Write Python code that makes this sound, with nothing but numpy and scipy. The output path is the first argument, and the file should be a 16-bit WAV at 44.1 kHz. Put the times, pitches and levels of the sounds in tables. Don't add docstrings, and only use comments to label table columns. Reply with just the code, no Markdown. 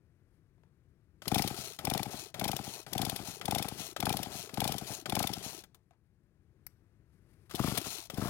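import sys
import numpy as np
from scipy import signal
from scipy.fft import rfft, irfft
from scipy.io import wavfile

SR = 44100
rng = np.random.default_rng(int(sys.argv[2]) if len(sys.argv) > 2 else 0)


def transcribe(u):
    v = np.clip(np.atleast_2d(u).T, -1, 1)
    q = np.round(v * 32767).astype(np.int16)
    wavfile.write(sys.argv[1], SR, q)


N = 365588
TIME = np.arange(N) / SR
CHOKE_OPENS_S = 6.666
INTAKE_PHASE = .56

# start_s, level_db, treble_offset_db
PAWL_IMPACTS = [(1.219, -42, -13), (1.255, -41.5, -18.5), (1.788, -35, -1.5), (2.342, -37.5, -2),
                (2.864, -44, -7.5), (3.412, -35, -9.5), (3.963, -30, -12.5), (4.492, -41.5, -14.5),
                (5.057, -29.5, -14), (5.637, -50, 4), (5.745, -62.5, 12.5), (7.496, -54, -6),
                (7.51, -40.5, -2), (8.099, -37, 2)]
# pitch_hz, bandwidth_hz, gain_db
HOUSING_MODES = [(664, 300, 7), (1310, 210, 4.5), (1950, 600, -0.5), (2600, 82, -2.5), (3170, 340, 1),
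                 (4640, 270, -9), (6840, 110, -9.5)]
# pitch_hz, bandwidth_hz, gain_db
SHELL_MODES = [(460, 63, 2.5), (690, 140, 8), (880, 110, 2), (1545, 120, -8), (3070, 580, -68.5)]
# frequency_hz, level_db
THROAT_SPECTRUM = [(200, -12.5), (550, 6), (800, 7.5), (1150, 8), (1500, 3), (2200, -6.5), (4000, -8),
                   (9000, -11), (16000, -10)]
# frequency_hz, level_db
HISS_SPECTRUM = [(500, -15.5), (1300, 3), (1750, -5.5), (2300, 1.5), (3400, 4.5), (5000, 6.5), (7500, 2.5),
                 (11300, 5), (16000, -4.5)]
# frequency_hz, level_db
OUTDOOR_SPECTRUM = [(20, -20), (50, -1.5), (110, 1.5), (175, -3.5), (250, -14), (340, -10.5), (550, -24),
                    (900, -30.5), (1700, -28.5), (3200, -41), (9000, -46.5), (16000, -50)]


def gulps(push_s=.00034, lead_s=.00033, close_s=.0122, close_share=.28):
    # pitch_hz, bandwidth_hz, gain_db
    airway_modes = [(93, 21, -4), (132, 61, -4), (190, 63, -.5), (255, 45, -5), (400, 160, -17),
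                    (710, 240, -8.5)]
    pushes, t = np.zeros(N), np.arange(int(.03 * SR)) / SR
    strokes = intakes("gulp_db", hold_s=.07, fade_s=.27, last_db=-35)
    strokes += [(pull["start_s"] - .003, pull["gulp_db"] - 11.5) for pull in pulls()]
    strongest = max(db for _, db in strokes)
    for s, db in strokes:
        late, share = rng.standard_normal(2)
        width = push_s * (1 + .01 * (strongest - db))
        centre = 4 * width
        opening = np.exp(-.5 * ((t - centre) / width) ** 2)
        closing = np.exp(-.5 * ((t - centre - close_s * (1 + .09 * late)) / (1.4 * width)) ** 2)
        pulse = opening - close_share * (1 + .4 * share) * closing
        add(pushes, s - lead_s - centre, from_db(db) * pulse)
    low_cut = signal.butter(4, 52, "high", fs=SR, output="sos")
    ring = signal.sosfilt(low_cut, resonate(pushes, airway_modes))
    turbulence = from_db(-19) * pushes * noise(THROAT_SPECTRUM)
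    return from_db(11) * (ring + turbulence)


def puffs(rise_s=.0011, tail_s=.0088, thud_lead_s=.003):
    # frequency_hz, level_db
    jet_spectrum = [(100, -10), (500, 1), (850, 2.5), (1500, -16.5), (2000, 1.5), (2500, -2.5), (2950, 3),
                    (3500, 4.5), (4400, 0.5), (5300, 2), (7400, -4), (9500, -1), (11500, -1), (16000, -3.5)]
    # pitch_hz, bandwidth_hz, gain_db
    jet_modes = [(2500, 69, -5), (3528, 120, -0.5), (4270, 170, -5.5), (5350, 180, -3), (9330, 190, -4),
                 (11100, 250, -1.5)]
    flow, thuds, t = np.zeros(N), np.zeros(N), np.arange(int(.05 * SR)) / SR
    for s, db, length in exhausts():
        rise = 1 - np.exp(-t / rise_s)
        fall = np.exp(-(t / (1.02 * length)) ** 1.96) + from_db(-21) * np.exp(-t / tail_s)
        add(flow, s, from_db(db - 1) * rise * fall)
        add(thuds, s - thud_lead_s, from_db(db - 3) * clatter(decay_s=.0033, tail_db=-16, tail_s=.008))
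    jet = flow * from_db(2 * drift(1500)) * noise(jet_spectrum)
    return jet + ring_unevenly(jet, jet_modes, shift_db=6, per_s=35) + resonate(thuds, SHELL_MODES)


def choke_flutter(pitch_hz=775, lead_s=.008, length_s=.0075, sag=.17):
    # pitch_hz, bandwidth_hz, gain_db
    plate_modes = [(1343, 470, 0), (2178, 220, 5.5), (2400, 85, 4.5), (3270, 350, 0)]
    tone, air, slaps = np.zeros(N), np.zeros(N), np.zeros(N)
    strokes = intakes("flutter_db", hold_s=.115, fade_s=.22, last_db=-43)
    loudest = max(db for _, db in strokes)
    for s, db in strokes:
        detune, offset = rng.standard_normal(2)
        stretch = 1 + .025 * (loudest - db)
        onset = s - lead_s * stretch
        progress = np.linspace(0, 1, int(length_s * stretch * SR))
        hz = pitch_hz * (1 + .023 * detune - sag * (progress - .5))
        phase = 2 * np.pi * np.cumsum(hz) / SR + .59 * offset
        swell = from_db(db + 1.5) * signal.windows.tukey(len(progress), .55)
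        add(tone, onset, swell * (np.sin(phase) + .067 * np.sin(2 * phase)))
        add(air, onset, swell)
        add(slaps, onset, from_db(db + 2) * clatter(decay_s=.0026, tail_db=-20, tail_s=.007))
    chatter = ring_unevenly(slaps, plate_modes, shift_db=5, per_s=29)
    fluttering = tone * from_db(2 * drift(500)) + .14 * air * noise(HISS_SPECTRUM) + chatter
    return np.where(TIME < CHOKE_OPENS_S, fluttering, .96 * air * noise(THROAT_SPECTRUM))


def burbles(pitch_hz=390, length_s=.016, rock_delays_s=(.086, .122)):
    out, t = np.zeros(N), np.arange(int(length_s * SR)) / SR
    for pull in pulls():
        first_compression = [(-.004, pull["gulp_db"] - 16)]
        last_turns = [(age, pull["gulp_db"] - 17) for age in turn_ages(pull, 0)[-2:]]
        rocking_to_rest = [(turn_ages(pull, INTAKE_PHASE)[-1] + delay, -42) for delay in rock_delays_s]
        for age, db in first_compression + last_turns + rocking_to_rest:
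            cycles = np.sin(2 * np.pi * pitch_hz * (1 + .092 * rng.standard_normal()) * t)
            add(out, pull["start_s"] + age - length_s / 2, from_db(db) * np.hanning(len(t)) * cycles)
    return out


def pawl_catches(rise_s=.00089):
    blows, cracks = np.zeros(N), np.zeros(N)
    for s, db, treble_db in PAWL_IMPACTS:
        blow = clatter(decay_s=.0057, tail_db=-15, tail_s=.0075)
        crack = clatter(decay_s=.0039, tail_db=-11.5, tail_s=.013)
        bite = 1 - np.exp(-np.arange(len(blow)) / SR / rise_s)
        add(blows, s, from_db(db) * bite * blow)
        add(cracks, s, from_db(db + treble_db) * bite * crack)
    return from_db(10) * ring_unevenly(blows, HOUSING_MODES, shift_db=2, per_s=8) + from_db(1) * cracks


def choke_lever():
    # pitch_hz, bandwidth_hz, gain_db
    lever_modes = [(1930, 570, -0.5), (4700, 470, -4), (5570, 330, -4), (8550, 1200, -9), (13100, 960, 7.5),
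                   (14600, 1400, -8)]
    snap = np.zeros(N)
    add(snap, CHOKE_OPENS_S, from_db(-25.5) * clatter(decay_s=.0027, tail_db=-35, tail_s=.011))
    return resonate(snap, lever_modes)


def rope():
    outward = np.zeros(N)
    for pull in pulls():
        envelope = friction_gain(pull, exponent=.5, take_up_db=-7, swell_s=.15, stop_s=.032)
        add(outward, caught_s(pull), from_db(pull["rope_db"]) * envelope)
    homeward = from_db(-7) * rewind_motion()[0]
    hiss = from_db(2.5 * drift(500)) * noise(HISS_SPECTRUM)
    rings = from_db(-1) * ring_unevenly(hiss, HOUSING_MODES, shift_db=6, per_s=46)
    return from_db(5) * np.hypot(outward, homeward) * rms_one(hiss + rings)


def pawl_rasp(tick_s=.0061):
    # frequency_hz, level_db
    rasp_spectrum = [(500, -17), (1700, -6.5), (2600, 2.5), (3600, 3), (4200, 4), (4900, 0.5), (6300, 7.5),
                     (6700, -2), (7300, 0), (9500, 3.5), (12000, -0.5), (16000, -3.5)]
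    # pitch_hz, bandwidth_hz, gain_db
    fin_modes = [(2540, 24, 4.5), (4160, 340, 0), (5500, 160, -4.5), (6710, 36, 14), (11600, 83, -13)]
    gain, ticks_per_s = rewind_motion()
    since_tick = np.cumsum(ticks_per_s) / SR % 1 / ticks_per_s
    sliding = .15 * ticks_per_s / ticks_per_s.max()
    roughness = from_db(2.5 * drift(120) + 2 * drift(1500))
    contact = rms_one((sliding + np.exp(-since_tick / tick_s)) * roughness)
    rasp = contact * noise(rasp_spectrum)
    rings = ring_unevenly(rasp, fin_modes, shift_db=3, per_s=38)
    knocking = ring_unevenly(contact * rng.standard_normal(N), SHELL_MODES, shift_db=4, per_s=45)
    return from_db(3.5) * gain * rms_one(rasp + rings + from_db(-2) * knocking)


def crank_rub():
    # frequency_hz, level_db
    rub_spectrum = [(30, -20), (100, 6.5), (190, 5.5), (275, 0), (370, 1), (500, -4.5), (730, 5),
                    (1000, -7), (1400, -7.5), (2200, -12), (6000, -37.5)]
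    turning = np.zeros(N)
    for pull in pulls():
        envelope = friction_gain(pull, exponent=.94, take_up_db=-.5, swell_s=.05, stop_s=.12)
        add(turning, caught_s(pull), envelope)
    rub = noise(rub_spectrum) + from_db(-3) * (TIME > CHOKE_OPENS_S) * noise(THROAT_SPECTRUM)
    return from_db(-43 + 3 * drift(60)) * turning * rub


def knocks():
    # start_s, level_db
    contacts = [(.58, -62), (.635, -55), (5.752, -53), (5.909, -49.5), (5.935, -61)]
    blows = np.zeros(N)
    for s, db in contacts:
        add(blows, s, from_db(db + 6) * clatter(decay_s=.0019, tail_db=-12.5, tail_s=.028))
    return resonate(blows, SHELL_MODES)


def hand_rustle():
    # centre_s, length_s, level_db
    shifts = [(.35, 0.15, -85), (6.704, 0.13, -77), (7.15, 0.14, -80.5), (7.387, 0.48, -76.5)]
    # frequency_hz, level_db
    skin_spectrum = [(200, -5), (600, 2.5), (1500, 2.5), (2200, 6.5), (3300, -2), (5100, 0.5), (7000, -4.5),
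                     (10000, 3), (16000, -9)]
    gain = np.full(N, from_db(-90))
    for s, length, db in shifts:
        add(gain, s - length / 2, from_db(db) * np.hanning(int(length * SR)))
    return gain * from_db(2.8 * drift(80)) * noise(skin_spectrum)


def garden():
    # time_s, level_db
    murmur_levels = [(0, -62), (1.15, -62.3), (5.7, -62.5), (5.95, -67), (6.65, -61), (7.1, -61),
                     (7.3, -58), (8.29, -63)]
    return from_db(np.interp(TIME, *np.transpose(murmur_levels))) * noise(OUTDOOR_SPECTRUM)


def pulls():
    columns = ("start_s", "start_turns_per_s", "target_turns_per_s", "pull_s", "coast_turns_per_s",
               "turn_count", "gulp_db", "flutter_db", "first_puff_db", "puff_db", "puff_s", "rope_db")
    rope_pulls = [(1.278, 3.0, 38.5, .102, 11.6, 6, -18.5, -21.5, -24, -24, .008, -44.5),
                  (1.850, 15.3, 34.2, .091, 11.5, 6, -24, -26, -22, -23.8, .0048, -50),
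                  (2.395, 18.9, 31.6, .103, 10.4, 6, -26, -26.5, -26, -25.5, .0063, -49.5),
                  (2.931, 15.2, 36.1, .099, 11.1, 7, -25.5, -29, -24.5, -24, .0053, -47.5),
                  (3.454, 11.5, 34.4, .119, 11.2, 7, -25, -26, -26, -23.8, .006, -48.5),
                  (4.002, 12.4, 35.6, .112, 10.9, 7, -24, -25, -25, -23.8, .0057, -48.5),
                  (4.540, 6.2, 35.6, .123, 11.1, 7, -24.5, -26, -33, -23.3, .0056, -47.5),
                  (5.096, 11.4, 33.3, .122, 10.5, 7, -24, -25, -25.5, -24, .0062, -48),
                  (7.549, .5, 34.8, .135, 9.2, 6, -18, -32, -31, -39, .012, -42.5),
                  (8.142, 5.5, 38.8, .13, 10, 6, -22.3, -37, -43, -42, .008, -47.5)]
    return [dict(zip(columns, row)) for row in rope_pulls]


def crank_speed(pull, age, spin_up_s=.0726, spin_down_s=.0663):
    target, coast = pull["target_turns_per_s"], pull["coast_turns_per_s"]
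    pulled, coasted = np.clip(age, 0, pull["pull_s"]), np.maximum(age - pull["pull_s"], 0)
    driven = target + (pull["start_turns_per_s"] - target) * np.exp(-pulled / spin_up_s)
    return coast + (driven - coast) * np.exp(-coasted / spin_down_s)


def turn_ages(pull, phase):
    age = TIME[:SR]
    turns = np.cumsum(crank_speed(pull, age)) / SR
    return np.interp(np.arange(pull["turn_count"]) + phase, turns, age)


def intakes(column, hold_s, fade_s, last_db):
    return [(pull["start_s"] + age, np.interp(age, [hold_s, hold_s + fade_s], [pull[column], last_db]))
            for pull in pulls() for age in turn_ages(pull, INTAKE_PHASE)]


def exhausts(leak_after_s=.2, leak_db_per_s=90):
    rows = []
    for pull in pulls():
        for age in turn_ages(pull, 0)[:-1]:
            strength, stretch = rng.standard_normal(2)
            leak_db = leak_db_per_s * max(age - leak_after_s, 0)
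            db = pull["puff_db"] - leak_db if age > 0 else pull["first_puff_db"]
            length = pull["puff_s"] * np.exp(.12 * stretch)
            rows.append((pull["start_s"] + age, db + .7 * strength, length))
    spit = (7.774, -21.5, .011)
    return rows + [spit]


def friction_gain(pull, exponent, take_up_db, swell_s, stop_s):
    age = TIME[:SR] + caught_s(pull) - pull["start_s"]
    relative_speed = np.maximum(crank_speed(pull, age), 4) / 28
    swell = from_db(np.interp(age, [0, swell_s], [take_up_db, 0]))
    stopped = np.maximum(age - turn_ages(pull, INTAKE_PHASE)[-1], 0)
    return relative_speed ** exponent * swell * np.exp(-(stopped / stop_s) ** 2)


def caught_s(pull, within_s=.085):
    return min([s for s, _, _ in PAWL_IMPACTS if s > pull["start_s"] - within_s] + [pull["start_s"]])


def rewind_motion(fast_per_s=148, slow_per_s=55, attack_s=.0044, release_s=.0094):
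    # start_s, length_s, level_db
    rewinds = [(1.563, .2, -46.5), (2.105, 0.19, -49), (2.637, 0.2, -48.5), (3.247, .15, -47.5),
               (3.774, .15, -46), (4.314, 0.17, -46), (4.865, 0.16, -46.5), (5.424, 0.19, -47.5),
               (7.843, 0.22, -45.5)]
    gain, extra_per_s, age = np.zeros(N), np.zeros(N), TIME[:SR // 2]
    for s, length, db in rewinds:
        progress = age / length
        edges = np.minimum(age / attack_s, 1) * np.exp(-np.maximum(age - length, 0) / release_s)
        add(gain, s, edges * from_db(db + np.interp(progress, [0, .55, 1], [-2, 0, -7])))
        add(extra_per_s, s, np.interp(progress, [.4, 1], [fast_per_s - slow_per_s, 0]))
    return gain, slow_per_s + extra_per_s


def clatter(decay_s, tail_db, tail_s):
    t = np.arange(int(.07 * SR)) / SR
    return rng.standard_normal(len(t)) * (np.exp(-t / decay_s) + from_db(tail_db) * np.exp(-t / tail_s))


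def resonate(x, modes):
    out = 0
    for hz, width, db in modes:
        radius = np.exp(-np.pi * width / SR)
        numerator = np.array([1, 0, -1]) * (1 - radius ** 2) / 2
        denominator = [1, -2 * radius * np.cos(2 * np.pi * hz / SR), radius ** 2]
        out = out + from_db(db) * signal.lfilter(numerator, denominator, x + 1e-18)
    return out


def ring_unevenly(x, modes, shift_db, per_s):
    return sum(from_db(shift_db * np.clip(drift(per_s), -2, 2)) * resonate(x, [mode]) for mode in modes)


def scatter(x, decay_s):
    t = np.arange(int(6 * decay_s * SR)) / SR
    echoes = rng.standard_normal(len(t)) * np.exp(-t / decay_s)
    return signal.oaconvolve(x, echoes / np.linalg.norm(echoes))[:N]


def colour(x, points, size=4096):
    hz, db = np.transpose(points)
    grid = np.maximum(np.arange(size // 2 + 1) * SR / size, 1)
    magnitude = from_db(np.interp(np.log(grid), np.log(hz), db))
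    cepstrum = irfft(np.log(magnitude))
    cepstrum[1:size // 2] *= 2
    cepstrum[size // 2 + 1:] = 0
    return signal.oaconvolve(x, irfft(np.exp(rfft(cepstrum))))[:len(x)]


def noise(points):
    return rms_one(colour(rng.standard_normal(N), points))


def drift(per_s):
    knots = rng.standard_normal(int(N / SR * per_s) + 2)
    return np.interp(TIME * per_s, np.arange(len(knots)), knots)


def add(track, s, sound):
    at = int(round(s * SR))
    track[at:at + len(sound)] += sound[:max(N - at, 0)]


def from_db(db):
    return 10 ** (np.asarray(db) / 20)


def rms_one(x):
    return x / np.sqrt(np.mean(x ** 2) + 1e-20)


def scene(right_delay_s=.00009):
    # frequency_hz, gain_db
    shadow = [(30, -14), (200, -12.6), (750, -11.3), (2000, -14.2), (4000, -17.5), (6300, -18), (7500, -26),
              (11000, -22), (16000, -20)]
    # frequency_hz, gain_db
    scatter_response = [(30, -36), (300, -44), (700, -17.5), (1300, -16), (3000, -17.5), (6300, -16),
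                        (7500, -28), (11000, -22.5), (16000, -19)]
    # frequency_hz, gain_db
    echo_response = [(100, -16), (1000, -24), (6000, -18), (14000, -30)]
    parts = [gulps() + choke_flutter() + burbles() + pawl_catches() + choke_lever() + knocks(),
             puffs(),
             rope() + crank_rub() + pawl_rasp()]
    saw = sum(parts)
    surroundings = colour(scatter(saw, decay_s=.048), echo_response)
    left = saw + surroundings + garden() + hand_rustle()
    shaded = colour(np.interp(TIME - right_delay_s, TIME, left), shadow)
    scattered = colour(sum(scatter(part, decay_s=.0045) for part in parts), scatter_response)
    right = shaded + scattered + from_db(-86.5) * noise(OUTDOOR_SPECTRUM)
    return np.array([left, right])


def record(dry, cutoff_hz=16000):
    return signal.sosfilt(signal.ellip(8, .3, 70, cutoff_hz, fs=SR, output="sos"), dry)


dry = scene()
out = record(dry)
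transcribe(out)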